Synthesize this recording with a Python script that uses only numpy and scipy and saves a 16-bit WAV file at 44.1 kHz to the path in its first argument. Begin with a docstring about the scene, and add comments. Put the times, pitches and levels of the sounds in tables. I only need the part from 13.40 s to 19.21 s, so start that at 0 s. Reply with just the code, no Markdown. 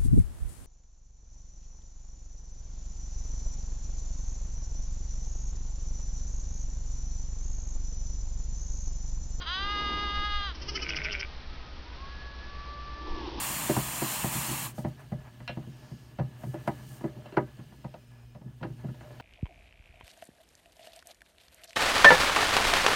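"""A hand-cranked drum carder on a wooden frame, indoors over a faint hum; one microphone close above.
For the first 1.3 s a stiff brush hisses on the wire teeth, and the loose frame knocks from the start.
The drums roll on, their rumble, whirr and the rustle of wool following the effort on the crank.
A metal part clinks at 2.1 s; near 4 s a drum drags and the frame gives a hard knock.
Near 5 s the effort slackens and grazing wire tips whistle thinly; then the crank picks up again."""
import sys
import numpy as np
from scipy import signal
from scipy.fft import rfft, irfft
from scipy.io import wavfile

SR = 44100
rng = np.random.default_rng(int(sys.argv[2]) if len(sys.argv) > 2 else 0)


def put_to_file(sound):
    """Save the sound as 16-bit audio at rate SR, in the file named by the first command-line argument."""
    columns = np.atleast_2d(sound).T  # one column per channel
    safe = np.clip(columns, -1, 1)
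    whole_steps = np.round(safe * 32767)
    wavfile.write(sys.argv[1], SR, whole_steps.astype(np.int16))


N = 256220
TIME = np.arange(N) / SR
RING_TIME = TIME[:SR // 2]

# spectrum of the turning drums: f/Hz, level/dB
WHIRR_SPECTRUM = [(350, 0), (500, -5.5), (750, 0.5), (1000, -2), (1400, -5.5), (2000, -10), (2600, -15),
                  (4000, -53)]
# resonances of the drums: f/Hz, width/Hz, lift/dB
DRUM_RESONANCES = [(612, 22, 12.5), (1709.3, 50.65, 12), (2950, 494.2, 8), (4105.5, 100, 2)]
# spectrum of fibres pulled over wire tips: f/Hz, level/dB
FIBRE_SPECTRUM = [(5000, -2.5), (6800, 0.5), (7800, -2.5), (8900, 3), (10400, -6), (12000, -1), (15800, -3)]


def from_db(db):
    """Decibels to gain."""
    return 10 ** (np.asarray(db) / 20)


def rms_one(x):
    """Scale to unit rms."""
    return x / np.sqrt(np.mean(x ** 2) + 1e-20)


def attack_one(x, attack_s=.035):
    """Scale a blow so that its attack has unit rms."""
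    return x / np.sqrt(np.mean(x[:int(attack_s * SR)] ** 2) + 1e-20)


def gain_curve(rows):
    """A gain through rows of t/s, level/dB."""
    times, db = np.transpose(rows)
    return from_db(np.interp(TIME, times, db))


def arch(start, end):
    """A gain that swells and fades between two times."""
    progress = np.clip((TIME - start) / (end - start), 0, 1)
    return np.sqrt(np.abs(np.sin(np.pi * progress)))


def waver(per_s, depth_db):
    """A gain that wanders at random."""
    steps = rng.standard_normal(2000)
    return from_db(depth_db * np.interp(TIME * per_s, np.arange(len(steps)), steps))


def dying(t60):
    """Envelope of a free ring that falls 60 dB in t60 seconds."""
    return from_db(-60 * RING_TIME / t60)


def add(out, s, sound):
    """Mix a sound in at time s."""
    start = max(0, int(s * SR))
    out[start:start + len(sound)] += sound[:N - start]


def band(x, low_hz, high_hz, order=2):
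    """Causal band-pass."""
    edges = [low_hz, min(high_hz, .45 * SR)]
    return signal.sosfilt(signal.butter(order, edges, "band", fs=SR, output="sos"), x)


def colour(x, spectrum, resonances=()):
    """Give a steady sound a spectrum that rolls off past its ends, with resonances on top; rms 1."""
    hz = np.maximum(np.fft.rfftfreq(N, 1 / SR), 1)
    points, db = np.transpose(spectrum)
    gain = from_db(np.interp(np.log(hz), np.log(points), db))
    gain *= np.minimum(1, hz / points[0]) ** 2 * np.minimum(1, points[-1] / hz) ** 2
    for centre, width, lift_db in resonances:
        gain *= 1 + (from_db(lift_db) - 1) / (1 + (2 * (hz - centre) / width) ** 2)
    return rms_one(irfft(rfft(x) * gain, N))


def flicks(per_s, spread_db, smooth_db):
    """Tiny random impulses of uneven size over a bed of countless weaker ones."""
    sizes = from_db(spread_db * np.minimum(rng.exponential(1, N), 5)) * rng.choice([-1, 1], N)
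    impulses = sizes * (rng.random(N) < per_s / SR)
    return rms_one(impulses) + from_db(smooth_db) * rng.standard_normal(N)


def pings(per_s, low_hz, high_hz, t60, spread_db):
    """Wires plucked at random, each ringing briefly at a pitch of its own; rms 1."""
    when, pitch, size = rng.random((int(per_s * N / SR), 3)).T
    hz = low_hz + (high_hz - low_hz) * pitch
    height = from_db(spread_db * np.minimum(-np.log(1 - size), 4))
    age = np.arange(int(t60 * SR * .5))
    rings = height[:, None] * np.sin(2 * np.pi * hz[:, None] * age / SR) * dying(t60)[age]
    positions = (when * N).astype(int)[:, None] + age
    return rms_one(np.bincount(positions.ravel(), rings.ravel(), N)[:N])


def strike(modes, uneven_db):
    """Modes ringing after one blow, each with a random strength and sign."""
    strengths = from_db(rng.normal(0, 1, len(modes)) * uneven_db) * rng.choice([-1, 1], len(modes))
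    return sum(strength * from_db(db) * np.sin(2 * np.pi * hz * RING_TIME) * dying(t60)
               for strength, (hz, db, t60) in zip(strengths, modes))


def room_tone(floor_db=-62):
    """The room murmurs faintly under a low, wavering electrical hum."""
    # partials of the hum: f/Hz, level/dB
    partials = [(119.5, -54.5), (240, -68)]
    # spectrum of the murmur: f/Hz, level/dB
    spectrum = [(25, -17.5), (42, -3), (68, 5), (95, -17), (160, -21), (320, -15), (500, -19.5),
                (2000, -34), (15000, -52)]
    hum = sum(np.sqrt(2) * from_db(db) * np.sin(2 * np.pi * hz * TIME) for hz, db in partials)
    hum *= waver(per_s=5.7, depth_db=-3.5)
    return hum + from_db(floor_db) * colour(rng.standard_normal(N), spectrum)


def singing_wires():
    """Wire tips that graze each other swell into a thin, rough whistle."""
    # whistles: start/s, end/s, f/Hz, width/Hz, level/dB
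    whistles = [(4.3, 5.1, 5160, 120, -78.5), (4.4, 5.05, 2460, 100, -76), (2.28, 2.72, 5000, 900, -68),
                (2.3, 2.7, 6620, 200, -78)]
    out = np.zeros(N)
    for start, end, hz, width, level_db in whistles:
        tone = rms_one(band(rng.standard_normal(N), hz - width / 2, hz + width / 2, order=1))
        out += from_db(level_db) * arch(start, end) * tone
    return out


def swishes():
    """Bristles and loose tufts sweep lightly over the wire tips."""
    # short sweeps: start/s, end/s, level/dB
    sweeps = [(1.339, 1.445, -57), (1.461, 1.503, -63), (1.591, 1.618, -66), (2.97, 3.169, -62),
              (3.137, 3.725, -64.5), (3.458, 3.596, -63)]
    swish = colour(flicks(per_s=9000, spread_db=9.5, smooth_db=5.5233), FIBRE_SPECTRUM)
    return swish * sum(from_db(db) * arch(start, end) for start, end, db in sweeps)


def cranked(level_db, follows):
    """Gain of a sound that has level_db at the median effort and follows a share of its swing."""
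    # effort on the crank: t/s, relative level/dB
    cranking = [(1.5, -58.5), (1.57, -59.5), (1.77, -63.5), (2.3, -60), (2.79, -63), (3.1, -60.5),
                (3.27, -55), (3.51, -57.5), (3.68, -60.5), (4.07, -62.5), (4.19, -61.5), (4.37, -63),
                (5.07, -74), (5.26, -65.5), (5.4, -63), (5.8, -59)]
    effort = gain_curve(cranking)
    return from_db(level_db) * (effort / np.median(effort)) ** follows


def wool():
    """Fibres slip over the wires, pluck them and tear apart between the two drums."""
    # spectrum of slipping wool: f/Hz, level/dB
    spectrum = [(1600, 3), (2300, 0.5), (3200, 0), (3700, 0), (4600, 0), (5300, -5.5), (6500, -6.5),
                (8000, -14.5)]
    wires = pings(per_s=2400, low_hz=2000, high_hz=15700, t60=0.07, spread_db=2)
    rustle = colour(flicks(per_s=1700, spread_db=1, smooth_db=7.5) + wires, spectrum, DRUM_RESONANCES)
    tearing = colour(flicks(per_s=7200, spread_db=5.5, smooth_db=2) + wires, FIBRE_SPECTRUM)
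    return cranked(-65.5, follows=0.7345) * rustle + cranked(-71, follows=0.47) * tearing


def drums():
    """The rolling drums shake the frame and sing faintly at their own resonances."""
    # spectrum of the shaking frame: f/Hz, level/dB
    spectrum = [(25, -17), (42, -20.5), (63, 1), (98, -7), (130, 11.5), (172, -7.5), (225, -1.5), (275, -9),
                (340, -7), (480, -20), (800, -42)]
    rumble = colour(rng.standard_normal(N), spectrum) * waver(per_s=20, depth_db=1.1)
    whirr = colour(flicks(per_s=900, spread_db=0.5, smooth_db=-1), WHIRR_SPECTRUM, DRUM_RESONANCES)
    whirr *= waver(per_s=25, depth_db=5)
    return cranked(-53.5, follows=1) * rumble + cranked(-63, follows=0.92) * whirr


def drum_rubs():
    """A drum that drags rattles lightly against the frame."""
    # moments of harder rubbing: start/s, end/s, level/dB
    drags = [(3.156, 3.275, -65.5), (3.676, 3.898, -55), (3.935, 3.973, -46.5), (5.605, 5.796, -52)]
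    # resonances of the rattle: f/Hz, width/Hz, lift/dB
    resonances = [(410, 150, 10.5), (601.4, 39, 21), (783.5, 102.4, 2.5), (1750.6, 60, 4.5)]
    rattle = colour(flicks(per_s=590, spread_db=3, smooth_db=-9.5), WHIRR_SPECTRUM, resonances)
    return rattle * sum(from_db(db) * arch(start, end) for start, end, db in drags)


def tooth_snaps(t60=0.071, gain_db=-8):
    """Single wire teeth catch and snap free with a short, bright tick."""
    # snaps: t/s, relative level/dB
    snaps = [(1.3845, -43), (1.4474, -55), (1.4964, -60), (1.6114, -57.5), (2.0762, -55.5), (3.275, -38.5),
             (3.9704, -52)]
    out = np.zeros(N)
    for s, level_db in snaps:
        tick = band(rng.standard_normal(len(RING_TIME)), 2500, 14000) * dying(t60)
        add(out, s, from_db(level_db + gain_db) * tick)
    return out


def metal_clinks(rattle_db=-6, rattle_t60=0.2014):
    """A hard contact rings a metal part, which rattles as it dies away."""
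    # contacts: t/s, attack level/dB
    clinks = [(2.078, -39.5), (3.858, -60), (3.923, -60.5), (5.227, -57)]
    # modes of the part: f/Hz, level/dB, t60/s
    modes = [(690, -6, .16), (950, -6, .14), (1450, -7, .15), (1690, -5, .18), (2000, -11, .17),
             (2450, -8, .14), (2690, -2, .15), (2770, 0, .16), (3050, -7, .13), (3760, -13, .14),
             (4010, -10, .12), (4145, -7, .12), (4250, -12, .12), (5330, -17, .11), (5660, -19, .1)]
    out = np.zeros(N)
    for s, level_db in clinks:
        rattle = band(rng.standard_normal(len(RING_TIME)), 1370, 3253, order=3) * dying(rattle_t60)
        clink = attack_one(strike(modes, uneven_db=.5)) + from_db(rattle_db) * attack_one(rattle)
        add(out, s, from_db(level_db) * attack_one(clink))
    return out


def brush():
    """Bristles flick off the teeth: the brush back scratches, wires hiss, the drag shakes the frame."""
    # pressure on the brush: t/s, relative level/dB
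    pressure = [(0.0, -34), (0.526, -37), (0.716, -34), (0.914, -36.5), (0.928, -34), (1.26, -37),
                (1.34, -62)]
    # spectra of the brush back, the plucked wires and the frame: f/Hz, level/dB
    back_spectrum = [(450, -11.5), (620, -4), (780, -3), (910, 2), (1150, 0.5), (1400, -6.5), (1740, -4),
                     (2100, -7), (2700, -4), (3400, -8), (3800, -14), (4200, -7), (4900, -18.5),
                     (6000, -21)]
    wire_spectrum = [(4700, -11.5), (5300, -8.5), (6300, -7.5), (7150, 0), (7800, -3), (8800, 0),
                     (9700, -3), (10500, -7.5), (11500, -5), (12700, -3), (13600, -5.5), (15800, -5)]
    frame_spectrum = [(30, -22), (65, 4), (100, -14), (160, 6), (225, -2.5), (300, -2.5), (450, -22)]
    touching = np.interp(TIME, [1.31, 1.35], [1, 0])
    wires = pings(per_s=1500, low_hz=1501.4, high_hz=15920, t60=0.12876, spread_db=2.5)
    scratch = colour(flicks(per_s=5000, spread_db=1, smooth_db=0.5) + from_db(-5) * wires, back_spectrum)
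    hiss = colour(flicks(per_s=9000, spread_db=1, smooth_db=-4.5) + from_db(-6) * wires, wire_spectrum)
    shudder = colour(rng.standard_normal(N), frame_spectrum)
    brushing = from_db(-3.5) * scratch + from_db(-0.3397) * hiss + from_db(-11) * shudder
    return touching * gain_curve(pressure) * brushing


def blow(level_db, hollow_hz, clack_hz, hardness_db):
    """Contact time and register levels: hard knocks are quick and bright, deep ones boom, high tick."""
    # shares of boom, wood, clack, tick and snap: level/dB, gain per dB of hardness/dB
    shares = [(-0.4, 0), (-0.5, 0), (-4.5, 1.39), (-17, 1.5), (-28, 1.82)]
    boom, wood, clack, tick, snap = [level_db + db + slope * hardness_db for db, slope in shares]
    depth_db = 13 * np.log2(261.5 / hollow_hz)
    height_db = 3.5 * np.log2(clack_hz / 723.27)
    easing_db = 0.42 * (level_db + 38.5)  # the snap grows less than the rest in a strong knock
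    contact_s = 0.0017208 * 2 ** (-hardness_db / 5)
    return contact_s, (boom + depth_db, wood, clack - height_db, tick + height_db, snap - easing_db)


def frame_knocks(swell_cycles=0.82, focus_db_per_octave=15, scuff_db=-16):
    """Each knock rings the loose frame's main modes and many weaker ones; heavy parts answer later."""
    # knocks: t/s, relative level/dB, hollow pitch/Hz, clack pitch/Hz, hardness/dB
    knocks = [(0.093, -43, 239.8, 950, -7), (0.293, -24, 373, 656, -1), (0.364, -27.5, 267, 900, 1.5),
              (0.388, -46, 216.9, 607, 4.5), (0.618, -31, 310, 780, 1), (0.841, -32.5, 257.5, 730, 1),
              (0.95, -38, 235, 950, -3.5), (1.075, -39.5, 260, 950, -18.5), (1.102, -39.5, 280, 950, -10),
              (1.379, -36.5, 225, 635, 0), (1.445, -30.5, 251, 679.1, -1), (1.718, -35.5, 210, 610, -2),
              (2.001, -49.5, 207, 1726, 2.5), (2.091, -42.5, 215.7, 618.1, 4.5),
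              (2.169, -37.5, 240, 687, -3.5), (2.266, -43.5, 228.8, 660, -11.5),
              (2.51, -44.5, 198.4, 630, -8), (2.786, -41, 208.2, 628, 4), (2.795, -37.5, 137, 640, 3),
              (3.034, -42, 220, 658.1, 2), (3.06, -45, 131, 590, -12), (3.139, -37, 348.2, 582, 0),
              (3.275, -30, 295, 840, 5), (3.607, -45.5, 282.5, 1211, 1), (3.638, -29, 330.6, 660, -4),
              (3.762, -45.5, 284, 620, -5), (3.856, -52.5, 250, 597.6, 5.5), (3.92, -45.5, 390, 1210, -1.5),
              (3.969, -22.5, 392, 1420, 3.5), (3.998, -35.5, 351.9, 780, -14.5),
              (4.184, -46.5, 215, 660, -9), (4.322, -56, 280, 841, 1), (4.442, -41.5, 214, 670, 1),
              (4.54, -52.5, 283.2, 611.9, 7), (4.948, -51, 205, 588.9, 1.5), (5.012, -50.5, 199.8, 610, -3),
              (5.046, -45.5, 220, 586.3, -16.5), (5.209, -44.5, 205, 614, -2),
              (5.229, -41.5, 255, 1603, 6.5), (5.242, -36.5, 293.1, 607, -3), (5.296, -48.5, 134, 740, -8),
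              (5.438, -37, 207, 616.2, -5.5), (5.484, -42, 222, 1560, -3.5), (5.542, -56.5, 240, 590, 2.5),
              (5.607, -50, 287.3, 1700, 3.5), (5.798, -55, 230, 1550, 11.5)]
    # registers, boom to snap: low/Hz, high/Hz, dense ringing's t60/s, its level re the modes/dB, delay/s
    registers = [(44.28, 198, 0.44, -25.5, 0.0018), (192, 414, 0.16, -17, 0.0011),
                 (505, 1022, 0.0987, -5, 0.00043903), (1085.9, 2130, 0.10295, -1, 0.00019905),
                 (2170, 4751.5, 0.06265, -4.5, 0.00009)]
    # modes of the wooden frame and drum: f/Hz, level/dB, t60/s
    frame_modes = [(64.574, -30, 0.72), (129.8, -4, 0.27), (156.9, -6.5, 0.1718), (199.9, 3.5, 0.11736),
                   (226.81, 1, 0.15399), (293.8, -8, 0.17), (330.1, 2, 0.13), (388.64, -2, 0.13),
                   (441.56, 16.5, 0.36), (511, 1, 0.14), (587.3, -2, 0.16933), (609, 0, 0.17),
                   (690, 5, 0.07416), (790, -3.5, 0.14), (925, -0.5, 0.0879), (974, 3, 0.09784),
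                   (1152, -14.5, 0.25), (1249.1, -0.5, 0.15), (1307, -28, 0.15), (1426, 10, 0.03053),
                   (1546, -15.5, 0.266), (1706.2, -6.5, 0.1), (2000, -5.5, 0.16), (2348.1, -20.5, 0.077),
                   (2665, -14.5, 0.045), (3070, -12.5, 0.0313), (4492.8, -24, 0.044)]
    out = np.zeros(N)
    for s, knock_db, hollow_hz, clack_hz, hardness_db in knocks:
        contact_s, levels = blow(knock_db, hollow_hz, clack_hz, hardness_db)
        for level_db, (low, high, t60, dense_db, delay) in zip(levels, registers):
            modes = [mode for mode in frame_modes if low <= mode[0] < high]
            dense = band(rng.standard_normal(len(RING_TIME)) * dying(t60), low, high, order=3)
            # the place of the blow favours the modes near its two pitches
            for pitch in (hollow_hz, clack_hz):
                if low <= pitch < high:
                    modes = [(hz, db - focus_db_per_octave * abs(np.log2(hz / pitch)), decay)
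                             for hz, db, decay in modes]
                    dense = band(dense, pitch * .78, pitch * 1.4, order=1)
            ring = attack_one(strike(modes, uneven_db=1.2)) + from_db(dense_db) * attack_one(dense)
            # a soft contact builds the ringing up slowly
            swell = 1 - np.exp(-(RING_TIME / (contact_s + swell_cycles / high)) ** 2)
            add(out, s + delay, from_db(level_db) * attack_one(ring * swell))
            # the loose parts scuff each other before they meet, longer when they close slowly
            lead_s = min(2.6116 * contact_s, 0.007496)
            scuff = band(rng.standard_normal(len(RING_TIME)) * dying(t60) * swell, low, high)
            add(out, s - lead_s, from_db(level_db + scuff_db) * attack_one(scuff))
    return out


def scene():
    """The carder from close above, dead centre and the same in both channels."""
    contacts = from_db(-2) * frame_knocks() + metal_clinks() + tooth_snaps()
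    mono = contacts + brush() + drums() + drum_rubs() + wool() + swishes() + singing_wires() + room_tone()
    return np.stack([mono, mono])


def record(dry):
    """A steep low-pass cuts the top off the microphone's signal."""
    cutoff_hz = 15780
    return signal.sosfilt(signal.ellip(12, .1, 80, cutoff_hz, fs=SR, output="sos"), dry)


dry = scene()
out = record(dry)
put_to_file(out)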